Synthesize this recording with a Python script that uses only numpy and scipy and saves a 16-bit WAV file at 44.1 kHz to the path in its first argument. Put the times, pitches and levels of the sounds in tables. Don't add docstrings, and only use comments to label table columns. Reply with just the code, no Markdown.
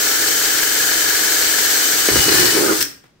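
import sys
import numpy as np
from scipy import signal
from scipy.fft import rfft, irfft, next_fast_len
from scipy.io import wavfile
from scipy.ndimage import uniform_filter1d, map_coordinates

SR = 44100
rng = np.random.default_rng(int(sys.argv[2]) if len(sys.argv) > 2 else 0)


def waveform_to_disk(signal):
    frames = np.transpose(np.atleast_2d(signal))
    scaled = np.clip(frames, -1, 1) * 32767
    samples = np.round(scaled).astype(np.int16)
    wavfile.write(sys.argv[1], SR, samples)


N = 141120
WHINE_PER_TURN = 132
STOP_S = 2.815

GEAR_ORDERS = [1, 3, 6, 12, 13, 64.5, 72, 75, 90.5]
# (frequency [Hz], relative level [dB], t60 [s])
SHELL_MODES = [(268, -18, 0.03), (328, 1, 0.095), (360, 0, 0.09), (388, 1, 0.095), (452, -9, 0.05),
               (810, -11, 0.027), (1250, -6, .02), (1730, -10, 0.03)]


def amp(db):
    return 10 ** (np.asarray(db) / 20)


def unit(x):
    return x / np.sqrt(np.mean(x ** 2) + 1e-20)


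def along(points, hz):
    f, v = np.transpose(points)
    return np.interp(np.log(hz + 1), np.log(f + 1), v)


def curve(rows, axis=1):
    rows = np.array(rows)
    return np.interp(np.arange(N) / SR, rows[:, 0], rows[:, axis])


def wobble(rate_hz):
    return map_coordinates(rng.standard_normal(8192), [np.arange(N) * rate_hz / SR], mode="wrap")


def filtered(x, response):
    m = next_fast_len(N + SR // 2)
    return irfft(rfft(x, m) * response(np.fft.rfftfreq(m, 1 / SR)), m)[..., :N]


def spread(pair, colour):
    # (frequency [Hz], left-right likeness [-1 to 1])
    likeness = [(60, 0.98), (250, 0.88), (500, 0.46), (1500, 0.4), (2500, 0.094), (5000, 0.12),
                (8000, -0.063), (14000, -0.085)]

    def mid_side_gains(hz):
        angle = np.arccos(np.clip(along(likeness, hz), -1, 1)) / 2
        return amp(along(colour, hz)) * np.array([np.cos(angle), np.sin(angle)])

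    mid, side = filtered(pair, mid_side_gains)
    return unit(np.array([mid + side, mid - side]))


def noise():
    return rng.standard_normal((2, N))


def worn(turns, share, size=512):
    track = rng.standard_normal((2, size))
    again = np.array([map_coordinates(row, [turns % 1 * size], mode="grid-wrap") for row in track])
    share = np.clip(share, 0, 1)
    return np.sqrt(share * size * turns[-1] / N) * again + np.sqrt(1 - share) * noise()


def ring(modes, scatter_db, fuzz_hz):
    t = np.arange(SR // 3) / SR
    out = np.zeros(len(t))
    for hz, db, t60 in modes:
        level = amp(db + scatter_db * rng.normal() - 60 * t / t60)
        blur = np.sqrt(2 * np.pi * fuzz_hz / SR) * np.cumsum(rng.standard_normal(len(t)))
        out += level * np.cos(2 * np.pi * hz * t + blur)
    return out


def add(out, s, sound):
    part = out[..., round(s * SR):][..., :sound.shape[-1]]
    part += sound[..., :part.shape[-1]]


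def tone(cycles, drift, apart):
    phase = 2 * np.pi * cycles + drift * wobble(24.94)
    return np.sqrt(2) * np.sin([phase + apart, phase - apart])


def narrow(cycles, width_hz):
    blur = np.array([wobble(width_hz) + 1j * wobble(width_hz) for ear in range(2)])
    return unit((blur * np.exp(2j * np.pi * cycles)).real)


def air():
    # (frequency [Hz], relative level [dB per Hz])
    colour = [(25, -10.5), (130, 1), (450, -10.5), (850, -18), (1800, -21), (5000, -24), (12000, -38.5)]
    return amp(-57) * spread(noise(), colour)


def workshop(x):
    # (frequency [Hz], t60 [s])
    decay = [(100, 0.17), (400, 0.47), (2000, 0.39), (6000, 0.34), (15000, 0.29)]
    hz, t, z = signal.stft(rng.standard_normal((2, SR * 2 // 3)), SR, nperseg=256)
    z = z * amp(-60 * t / along(decay, hz)[:, None])
    tail = signal.istft(z, SR, nperseg=256)[1]
    return signal.fftconvolve(x, tail / np.linalg.norm(tail[0]), axes=1)[:, :N]


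def handling():
    level_db = curve([(2.98, -86), (3.045, -50), (3.085, -56.5), (3.125, -73), (3.2, -76.5)])
    colour = [(60, -5.0), (300, 2.5), (700, -10), (1700, -6.5), (4000, -17), (12000, -25)]
    return amp(level_db) * spread(noise() * amp(3.1 * wobble(210)), colour)


def brake():
    # (time [s], relative level [dB])
    strikes = [(2.807, -13), (2.812, -13), (2.817, -13.5), (2.822, -17), (2.826, -8), (2.836, -25),
               (2.841, -22), (2.851, -22)]
    # (frequency [Hz], relative level [dB], t60 [s])
    chuck_modes = [(1580, -14, 0.035), (1760, -15, .04), (4215, -18, 0.025), (4780, -19, 0.025),
                   (5420, -14, 0.14), (5600, -17, .14), (6050, -22.5, .1), (6800, -25, 0.03),
                   (8376, -18, 0.03)]
    # (frequency [Hz], relative level [dB], t60 [s])
    thud_modes = [(60.5, -2.5, 0.18), (128, -3.5, 0.27), (282, -1.5, 0.33)]
    # (frequency [Hz], relative level [dB per Hz])
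    crack_colour = [(200, -17), (1000, -21), (1700, 4.5), (2800, 2), (5500, 1.5), (8500, 4), (10500, -3.5),
                    (14000, 2.5)]
    crack_offset_db, chuck_offset_db, thud_db = 1.5, 1, -30
    cracks, rings, t = np.zeros((2, N)), np.zeros((2, N)), np.arange(SR // 10) / SR
    for s, db in strikes:
        add(cracks, s, amp(db + crack_offset_db - 60 * t / 0.018))
        chuck = np.array([ring(chuck_modes, scatter_db=3.0, fuzz_hz=160) for ear in range(2)])
        add(rings, s, amp(db + chuck_offset_db) * chuck)
    add(rings, STOP_S, amp(thud_db) * ring(thud_modes, scatter_db=6.5, fuzz_hz=7.1))
    return cracks * spread(noise(), crack_colour) + rings


def bumps():
    # (time [s], relative level [dB], crack re bump [dB])
    hits = [(2.087, -6, -7), (2.158, -6.5, -13), (2.166, -8.5, -14), (2.282, -11.5, -10), (2.32, -17, -14),
            (2.398, -18, -7), (2.429, -21, -7.5), (2.552, -14.5, -6), (2.571, -14, -6.5),
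            (2.625, -23.5, -11), (2.679, -16.5, -5), (2.723, -16, -7.5)]
    # (frequency [Hz], relative level [dB per Hz])
    crack_colour = [(150, -13), (300, 3), (1200, -7.5), (2000, 1.5), (3000, -10), (12000, -34)]
    cracks, rings, t = np.zeros(N), np.zeros(N), np.arange(SR // 10) / SR
    for s, db, crack_db in hits:
        onset = 1 - np.exp(-t / 0.0009)
        add(cracks, s, amp(db + crack_db - 60 * t / 0.078) * onset)
        add(rings, s, amp(db - 12.5) * ring(SHELL_MODES, scatter_db=1, fuzz_hz=10))
    return cracks * spread(noise(), crack_colour) + rings


def slide(rows, width_hz):
    return amp(curve(rows, axis=2)) * narrow(np.cumsum(curve(rows)) / SR, width_hz)


def squeal():
    # (time [s], frequency [Hz], level [dB])
    chuck_rows = [(2.26, 1732, -50), (2.33, 1754, -27), (2.41, 1785, -25.5), (2.45, 1870, -26),
                  (2.5, 1830, -26), (2.54, 1880, -57)]
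    # (time [s], frequency [Hz], level before bursts [dB])
    squeak_rows = [
        [(2.18, 1000, -59), (2.205, 891, -27), (2.23, 806, -32.5), (2.3, 780, -39.5), (2.42, 790, -40.5),
         (2.5, 767, -59.5)],
        [(2.57, 884, -52), (2.6, 995, -32), (2.625, 1196, -29), (2.645, 1420, -28), (2.67, 1640, -28),
         (2.69, 1640, -58)],
        [(2.66, 1251, -47.5), (2.68, 1285, -27), (2.7, 1412, -20.5), (2.718, 1162, -21), (2.73, 1116, -31),
         (2.745, 1080, -70)],
    ]
    bursts = unit(amp(2 * wobble(200)))
    squeaks = sum(slide(rows, width_hz) for rows, width_hz in zip(squeak_rows, [70, 90, 260]))
    return slide(chuck_rows, width_hz=110) + bursts * squeaks


def rubbing():
    # (time [s], pressure [0-1])
    press = [(2.08, 0.37), (2.17, 0.5), (2.25, 0.36), (2.33, 0.92), (2.47, 0.77), (2.56, 0.44), (2.6, 0.04)]
    # (frequency [Hz], relative level [dB per Hz])
    colour = [(200, -7), (550, -22), (800, -3.5), (1200, -4), (1800, 2.5), (2500, 0), (3400, -15.5),
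              (4200, 5.5), (5500, -6.5), (9000, -24), (15000, -34.5)]
    # (frequency [Hz], width [Hz], level at full pressure [dB])
    chuck_lines = [(4250, 450, -34), (5570, 130, -29.5), (8380, 200, -35.5)]
    rub = amp(-20.5) * spread(noise() * amp(4.6 * wobble(120)), colour)
    bite = sum(amp(db) * narrow(hz * np.arange(N) / SR, width_hz) for hz, width_hz, db in chuck_lines)
    return curve(press) * (rub + bite)


def shaking():
    # (time [s], level [dB])
    level_db = [(2.06, -82), (2.11, -35), (2.19, -23), (2.235, -37), (2.3, -30.5), (2.47, -33.5),
                (2.54, -42.5), (2.8, -49)]
    # (frequency [Hz], relative level [dB per Hz])
    colour = [(20, -19), (45, -12), (70, 5), (100, -1), (130, 7), (165, 0), (215, -11), (500, -31.5)]
    return amp(curve(level_db)) * spread(noise(), colour)


def rasp(turns):
    # (time [s], strength [0-1])
    catch_rows = [(2.08, 0), (2.11, .3), (2.2, .35), (2.24, .12), (2.28, .5), (2.45, .65), (2.48, .35),
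                  (2.545, .35), (2.555, 1), (2.728, 1), (2.74, .27), (2.8, .11)]
    jaws, rasp_db = 3, -18.8
    chatter_limit = .6
    catch = curve(catch_rows)
    slips = np.diff(np.floor(jaws * turns + .24 * wobble(70)), prepend=0)
    grind = .03 * noise()
    shell = ring(SHELL_MODES, scatter_db=1, fuzz_hz=0)
    wall = unit(signal.fftconvolve(slips + grind, shell[None], axes=1)[:, :N])
    swing = np.abs(uniform_filter1d(wall ** 2, size=300, axis=1)) + .01
    chatter = unit(wall / swing ** (chatter_limit / 2))
    stutter = amp(2.4 * np.clip(1.3 - catch, 0, 1) * np.sin(2 * np.pi * turns))
    return amp(rasp_db) * np.clip(catch, 0, 1) * stutter * chatter


def motor_hiss(turns):
    # (time [s], relative level [dB])
    level_db = [(0.0, -19), (0.6, -19), (2.14, -18), (2.22, -15.5), (2.3, -18.5), (2.35, -15.5), (2.8, -23)]
    # (frequency [Hz], relative level [dB per Hz])
    colour, deep_colour = [(200, -36.5), (500, -6.5), (900, -9), (1150, -10.5), (2100, -0.5), (2550, -5),
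                           (3300, -2.5), (3800, -1), (4500, -1), (5250, -.5), (6400, 3), (6950, 0.5),
                           (7600, 3), (8700, 0), (9300, -6), (9900, -10), (10600, -5), (11300, -7),
                           (12200, -1), (13000, -2.5), (15700, -1)], [(200, -39), (500, -13), (1150, -5.5), (2100, -1), (2700, -4.5),
                                         (3500, -2), (4500, 2), (6300, 2), (6950, 0.5), (7600, 3),
                                         (8800, 2), (9500, -2.5), (10800, -6), (11400, -3), (12200, -2.5),
                                         (13500, -3), (15300, -0.5)]
    # (time [s], depth [0-1])
    plunge = [(2.0, 0), (2.15, 0.97)]
    pulse_db = 0.37 * np.sin(2 * np.pi * GEAR_ORDERS[2] * turns)
    grit = amp(1.13 * wobble(900) + 0.58 * wobble(60) + pulse_db)
    deep = np.clip(curve(plunge), 0, 1)
    vents = np.sqrt(1 - deep) * spread(noise() * grit, colour)
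    vents += np.sqrt(deep) * spread(noise() * grit, deep_colour)
    return amp(curve(level_db) + 2.5) * vents


def binding(turns):
    place_turn, width_turns = .635, .06
    offset = (turns - place_turn + .5) % 1 - .5
    return np.exp(-.5 * (offset / width_turns) ** 2)


def gear_rattle(bind):
    # (frequency [Hz], relative level [dB per Hz])
    colour = [(700, -45), (1100, -20.5), (1330, -3.5), (1500, -3.5), (1660, -6), (1850, -6), (2200, -20),
              (3000, -19)]
    swell_db = 1.5
    return amp(-26) * unit(amp(swell_db * bind) * spread(noise(), colour))


def gear_rumble(turns):
    # (frequency [Hz], relative level [dB per Hz])
    colour = [(20, -10), (45, -23), (100, -15.5), (150, -15), (220, -8), (290, 2), (370, 2.5), (480, -1),
              (560, -5.5), (800, -5), (1300, -31)]
    return amp(-35.5) * spread(worn(turns, share=0.66), colour)


def gear_tones(turns):
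    tone_db = [-59, -57, -54, -53, -47, -45, -43, -41, -46]
    # (multiple of spindle speed [1], width [Hz], level before the cut [dB])
    ridge_rows = [(181.5, 90, -40), (204.3, 150, -34.5), (240, 100, -39), (252, 60, -41), (257.8, 50, -37),
                  (286.8, 150, -33), (348, 130, -36), (533, 300, -38)]
    tones = sum(amp(db) * tone(k * turns, drift=0.62, apart=0.32) for k, db in zip(GEAR_ORDERS, tone_db))
    return tones + sum(amp(db) * narrow(k * turns, width_hz) for k, width_hz, db in ridge_rows)


def gear_sing(turns, bind):
    # (time [s], relative level [dB])
    level_db = [(0, -42), (.4, -38.5), (.6, -35.5), (1, -33.5), (1.7, -34.5), (1.9, -39), (2.2, -42)]
    bursts = unit(bind * amp(1.8 * wobble(23)))
    return amp(curve(level_db)) * bursts * tone(GEAR_ORDERS[6] * turns, drift=.4, apart=.3)


def gear_whine(turns):
    # (time [s], relative level [dB])
    level_db = [(0, -33), (.5, -31.7), (1.7, -32.7), (2.1, -31), (2.2, -26.5), (2.32, -28), (2.4, -26.5),
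                (2.56, -28), (2.64, -44.5)]
    ear_db = np.array([[1], [-7]])
    cycles = WHINE_PER_TURN * turns
    line = tone(cycles + .05 * wobble(220), drift=.4, apart=.5)
    return amp(curve(level_db) + ear_db) * unit(line + .5 * narrow(cycles, 130))


def drill(turns):
    bind = binding(turns)
    in_cut = amp(curve([(2, 1), (2.2, 0.5), (2.5, 0.5), (2.75, -7.5)]))
    gears = gear_rattle(bind) + gear_rumble(turns) + gear_tones(turns) + gear_sing(turns, bind)
    return motor_hiss(turns) + in_cut * gears + gear_whine(turns)


def running():
    stop_db_per_s = 895.5
    return amp(-stop_db_per_s * np.maximum(np.arange(N) / SR - STOP_S, 0))


def scene():
    # (time [s], frequency [Hz])
    whine_pitch = [(0, 3062), (.5, 3052), (1.3, 3054), (1.7, 3048), (1.82, 3034), (1.95, 3048), (2.1, 2997),
                   (2.22, 2940), (2.4, 2989), (2.48, 2978), (2.6, 3045)]
    # (frequency [Hz], left minus right [dB])
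    balance_db = [(60, 3), (99, -1.5), (160, 2), (270, -2), (450, -4), (740, 1), (1220, 2.5), (2010, 3),
                  (3330, 3.5), (5500, 1), (9080, 2), (15000, 5)]
    turns = np.cumsum(curve(whine_pitch)) / SR / WHINE_PER_TURN
    driven = drill(turns) + rubbing() + shaking() + rasp(turns) + squeal()
    direct = running() * driven + bumps() + brake() + handling()
    direct = filtered(direct, lambda hz: amp(along(balance_db, hz) * np.array([[.5], [-.5]])))
    return direct + amp(-7) * workshop(direct) + air()


def record(dry):
    top_hz, edge_hz = 15760, 180
    return filtered(dry, lambda hz: np.sin(np.pi / 2 * np.clip((top_hz - hz) / edge_hz + .5, 0, 1)) ** 2)


dry = scene()
out = record(dry)
waveform_to_disk(out)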